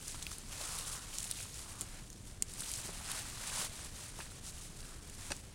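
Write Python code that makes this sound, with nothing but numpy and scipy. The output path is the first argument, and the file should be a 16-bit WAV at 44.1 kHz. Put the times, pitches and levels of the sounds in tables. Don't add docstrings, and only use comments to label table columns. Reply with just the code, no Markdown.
import sys
import numpy as np
from scipy import signal
from scipy.fft import rfft, irfft, next_fast_len
from scipy.io import wavfile

SR = 44100
rng = np.random.default_rng(int(sys.argv[2]) if len(sys.argv) > 2 else 0)


def wav_record(signal):
    frames = np.transpose(np.atleast_2d(signal))
    bounded = np.clip(frames, -1, 1)
    quanta = np.round(bounded * 32767).astype(np.int16)
    wavfile.write(sys.argv[1], SR, quanta)


N = 244314

# (frequency [Hz], relative level [dB])
AIR_TONE = [(12, -15), (20, 3.5), (30, 4.5), (44, -3.5), (62, -2), (80, -3), (110, -4.5), (200, -11.5),
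            (400, -18.5), (700, -26), (1500, -41), (4000, -60)]
CLOTH_TONE = [(120, -15), (300, -8), (600, -0.5), (1000, 2), (1800, 2), (2600, -0.5), (5000, -12),
              (12000, -42)]
BRUSH_TONE = [(1000, -48.5), (2000, -7.5), (2900, -1.5), (4200, 0.5), (5600, -0.5), (7500, -3),
              (14000, -57)]
NEEDLE_TONE = [(2000, -40.5), (4500, -13.5), (6500, -5.5), (8000, -2.5), (9500, -2), (11000, -9),
               (12500, -16), (15800, -20)]
CRACK_TONE = [(300, 5), (1200, -10.5), (4000, 11.5), (9500, 5), (13000, 0.5)]
# (start [s], length [s], level [dB], pitch [Hz])
SLEEVE_SLIDES = [(.65, 0.19, -55.5, 1170), (0.906, 0.084, -56.5, 1294), (1.66, 0.17, -61, 1146),
                 (3.084, 0.09, -55, 1650), (3.535, 0.047, -58, 1196), (4.83, 0.17, -64.5, 1478)]
# (time [s], level over 5 ms [dB], treble limit [Hz], scuff fade time [s])
KNOCKS_AND_TAPS = [(.1445, -48, 1350, 0.0029), (1.454, -52, 1600, 0.0033), (1.810, -45.5, 720, 0.036),
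                   (2.846, -44.5, 400, .05), (2.886, -41.5, 700, 0.048), (3.588, -47, 260, 0.017),
                   (4.1902, -44, 636, .013), (4.2027, -45, 1900, 0.003), (4.208, -45, 5000, 0.037),
                   (5.304, -37.5, 10700, 0.1), (5.307, -41, 600, 0.055), (5.3182, -32.5, 10700, 0.026)]
# (time [s], level over 5 ms [dB], relative rattle level [dB])
RIFLE_CLICKS = [(1.81, -34, -9), (1.8162, -38.5, -20), (2.4232, -26.5, -23)]
# (pitch [Hz], relative level [dB], time to fade 60 dB [s])
KNOCK_NOTES = [(168, -9.5, 0.061), (390, -12, 0.034), (570, -9, 0.02), (960, 3, 0.0081), (1305, -2.5, .016),
               (1634, 0, 0.014), (2560, 5.5, 0.0094), (4670, -4, 0.01), (5870, 0, .015), (8500, -1, .0057)]
FITTING_NOTES = [(905, -37, 0.014), (1700, -22, 0.0044), (2180, -25, 0.011), (4400, -16, 0.0036),
                 (6560, -7, 0.0075), (7200, 1.5, 0.0023), (8800, 1, 0.0025), (11200, -12.5, 0.0039),
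                 (13700, -22, .003)]
# (time [s], level over 5 ms [dB], pitch [Hz])
TWIG_SNAPS = [(0.2254, -40.5, 6700), (0.2296, -45.5, 8500), (.2668, -38.5, 3300), (0.3837, -44, 8800),
              (.613, -46, 3900), (0.787, -38.5, 9200), (0.849, -49, 3570), (1.1846, -34.5, 7000),
              (1.204, -42, 7300), (1.2295, -39.5, 8400), (1.242, -39.5, 7960), (1.3119, -32.5, 9200),
              (1.313, -45.5, 4400), (1.3223, -45, 4200), (2.102, -48.5, 7000), (2.129, -51, 7050),
              (2.537, -44.5, 8300), (2.605, -41, 9250), (2.635, -46, 4130), (2.7163, -37.5, 9400),
              (2.7375, -37, 7700), (3.116, -37.5, 9300), (4.805, -51, 7400), (5.098, -51, 8500),
              (5.365, -47, 7000)]
# (time [s], needle level [dB], cloth level [dB])
BODY_STIR = [(0, -51.5, -64), (.2, -52.5, -57), (.43, -56.5, -61), (.75, -47, -58.5), (1.07, -54.5, -58),
             (1.48, -54, -60.5), (1.75, -53.5, -62), (1.99, -58, -58), (2.08, -60, -67.5),
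             (2.41, -64.5, -65.5), (2.62, -67, -59), (2.95, -50, -55.5), (3.42, -50, -53.5),
             (3.9, -57, -61), (4.4, -59, -62), (4.72, -61, -64), (5.3, -55.5, -62), (5.54, -63, -65)]
# (start [s], length [s], needle level [dB], cloth relative to needles [dB])
FOOTSTEPS = [(0.074, 0.039, -48.5, -11.5), (0.319, 0.012, -47, -17.5), (0.528, 0.095, -52, -5),
             (0.62, 0.19, -46.5, -7.5), (0.874, 0.089, -46, -14), (1.143, 0.16, -49, -12.5),
             (1.366, 0.058, -46, -14), (1.554, 0.039, -50, -10.5), (2.27, .03, -56.5, -11),
             (2.487, .05, -54.5, -22), (2.597, 0.051, -44, -16), (2.691, 0.11, -46, -14.5),
             (2.854, 0.0055, -44.5, -9), (3.095, 0.098, -46.5, -5), (3.435, 0.13, -48, -6.5),
             (3.559, 0.096, -42.5, -6.5), (3.761, 0.1, -53.5, -5.5), (3.959, 0.13, -52.5, -6.5),
             (4.189, 0.042, -50.5, -8), (4.317, 0.016, -56, -13), (4.457, 0.04, -50, -14),
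             (4.572, 0.088, -52.5, -11.5), (4.782, .12, -56.5, -8.5), (5.21, 0.07, -52, -5)]


def from_db(db):
    return 10 ** (np.asarray(db) / 20)


def rms_one(x):
    return x / np.sqrt(np.mean(x ** 2) + 1e-20)


def hit_one(x):
    return x / np.sqrt(np.sum(x ** 2) / (.005 * SR) + 1e-20)


def colour(x, tone):
    size = next_fast_len(len(x) + 4096)
    hz, db = np.transpose(tone)
    bins_hz = np.maximum(np.arange(size // 2 + 1) * SR / size, 1)
    gain = from_db(np.interp(np.log(bins_hz), np.log(hz), db))
    cepstrum = irfft(np.log(gain), size)
    cepstrum[1:size // 2] *= 2
    cepstrum[size // 2 + 1:] = 0
    return irfft(rfft(x, size) * np.exp(rfft(cepstrum)), size)[:len(x)]


def drift(hz):
    r = np.exp(-80 * np.pi * hz / SR)
    slow = signal.lfilter([1], [1, -2 * r, r * r], rng.standard_normal(N // 40 + 2002))[2000:]
    return np.interp(np.arange(N) / 40, np.arange(len(slow)), rms_one(slow))


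def swell(start, length, rise_s, fall_s):
    t = np.arange(N) / SR - start
    return from_db(-20 * np.clip(np.maximum(-t / rise_s, (t - length) / fall_s), 0, 10))


def ring(x, hz, fade_s):
    r = from_db(-60 / (fade_s * SR))
    angle = 2 * np.pi * hz / SR
    return signal.lfilter([0, np.sin(angle)], [1, -2 * r * np.cos(angle), r * r], x + 1e-18)


def strike(contact, notes):
    return sum((-1) ** k * from_db(db) * ring(contact, hz, fade_s)
               for k, (hz, db, fade_s) in enumerate(notes))


def burst(fade_s):
    t = np.arange(SR // 10) / SR
    noise = rng.standard_normal(len(t)) * from_db(-60 * t / fade_s)
    return noise / np.sqrt(np.sum(noise ** 2))


def tap():
    return signal.unit_impulse(SR // 10)


def add(out, time_s, x):
    at = max(round(time_s * SR), 0)
    out[at:at + len(x)] += x[:N - at]


def air(level_db=-51):
    return from_db(level_db) * rms_one(colour(rng.standard_normal(N), AIR_TONE))


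def swish(hz, width_hz=830):
    smooth = signal.butter(1, width_hz / 2, fs=SR, output="sos")
    a, b = signal.sosfilt(np.vstack([smooth, smooth]), rng.standard_normal((2, N)))
    phase = 2 * np.pi * hz * np.arange(N) / SR
    return rms_one(a * np.cos(phase) + b * np.sin(phase))


def sleeves():
    return sum(from_db(db) * swell(start, length, rise_s=0.12, fall_s=0.095) * swish(hz)
               for start, length, db, hz in SLEEVE_SLIDES)


def knocks_and_taps(bounce_db=5.0):
    out = np.zeros(N)
    for time_s, db, limit_hz, scuff_s in KNOCKS_AND_TAPS:
        hollow = strike(0.44 * tap() + burst(scuff_s), KNOCK_NOTES)
        crack = colour(burst(scuff_s), CRACK_TONE)
        knock = hit_one(hollow) + 0.75 * hit_one(crack)
        spring = signal.cheby1(2, bounce_db, limit_hz, fs=SR, output="sos")
        add(out, time_s, from_db(db) * hit_one(signal.sosfilt(spring, knock)))
    return out


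def rifle_fittings():
    out = np.zeros(N)
    for time_s, db, rattle_db in RIFLE_CLICKS:
        rattle = from_db(rattle_db)
        click = tap() + 0.51 * burst(fade_s=0.0044)
        chatter = 0.91 * burst(fade_s=0.026) + 2.2 * burst(fade_s=0.12)
        metal = hit_one(strike(click + rattle * chatter, FITTING_NOTES))
        crack = hit_one(colour(burst(fade_s=0.016), CRACK_TONE))
        add(out, time_s, from_db(db) * hit_one(metal + (0.35 + 0.34 * rattle) * crack))
    return out


def twigs(splinter_s=0.013, crack_db=-1):
    out = np.zeros(N)
    for time_s, db, hz in TWIG_SNAPS:
        snap = 0.15 * tap() + burst(splinter_s)
        band = signal.butter(2, [0.78 * hz, 1.19 * hz], "band", fs=SR, output="sos")
        wood = hit_one(signal.sosfilt(band, snap))
        crack = from_db(crack_db) * hit_one(colour(snap, CRACK_TONE))
        add(out, time_s, from_db(db) * hit_one(wood + crack))
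    return out


def cracks(base_per_s, spread_db, low_hz, high_hz, cycles, crumble_s=.005):
    breaks = rng.random(N) < base_per_s * from_db(3 * drift(hz=25)) / SR
    sizes = breaks * from_db(spread_db * np.minimum(rng.exponential(1, N), 3))
    stalk = rng.integers(0, 12, N)
    decay = from_db(-60 / (crumble_s * SR))
    out = np.zeros(N)
    for k, hz in enumerate(np.geomspace(low_hz, high_hz, 12)):
        fades = signal.lfilter([1], [1, -decay], sizes * (stalk == k) + 1e-18)
        crumble = fades * rng.standard_normal(N)
        out += ring(crumble, hz, cycles / hz) * np.sqrt(hz)
    return rms_one(out)


def rustle(tone, crackle, crack_share, flutter_db):
    share = np.clip(crack_share, 0, 1)
    hiss = rms_one(colour(rng.standard_normal(N), tone) * from_db(flutter_db))
    return np.sqrt(1 - share) * hiss + np.sqrt(share) * rms_one(colour(crackle, tone))


def step_levels():
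    times, *stir_db = np.transpose(BODY_STIR)
    needles, cloth = from_db([np.interp(np.arange(N) / SR, times, db) for db in stir_db]) ** 2
    for start, length, db, cloth_db in FOOTSTEPS:
        rise_s = .04 + 0.35 * length
        power = (from_db(db) * swell(start, length, rise_s, fall_s=0.065)) ** 2
        needles += power
        cloth += power * from_db(cloth_db) ** 2
    return 10 * np.log10(needles), 10 * np.log10(cloth)


def footsteps(doubling_db=6.5):
    needle_db, cloth_db = step_levels()
    brush_db = needle_db + 0.36 * (cloth_db - needle_db) - 1
    crack_share = 0.13 * 2 ** ((needle_db - cloth_db) / doubling_db)
    slip = drift(hz=57)
    needle_cracks = cracks(base_per_s=450, spread_db=4.0, low_hz=5000, high_hz=13700, cycles=2.4)
    needles = rustle(NEEDLE_TONE, needle_cracks, crack_share, flutter_db=1.54 * slip)
    brush_cracks = cracks(base_per_s=600, spread_db=7.5, low_hz=2400, high_hz=7000, cycles=8.4)
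    brush = rustle(BRUSH_TONE, brush_cracks, 0.69 * crack_share, flutter_db=1.8 * slip)
    cloth_cracks = cracks(base_per_s=310, spread_db=8.5, low_hz=480, high_hz=3070, cycles=7.8)
    cloth = rustle(CLOTH_TONE, cloth_cracks, 0.56 * crack_share, flutter_db=1.24 * slip)
    return from_db(needle_db) * needles + from_db(brush_db) * brush + from_db(cloth_db) * cloth


def scene():
    return (footsteps() + sleeves() + twigs() + rifle_fittings() + knocks_and_taps() + air())[None]


def record(dry):
    cutoff_hz = 15900
    return signal.sosfilt(signal.ellip(12, .1, 80, cutoff_hz, fs=SR, output="sos"), dry)


dry = scene()
out = record(dry)
wav_record(out)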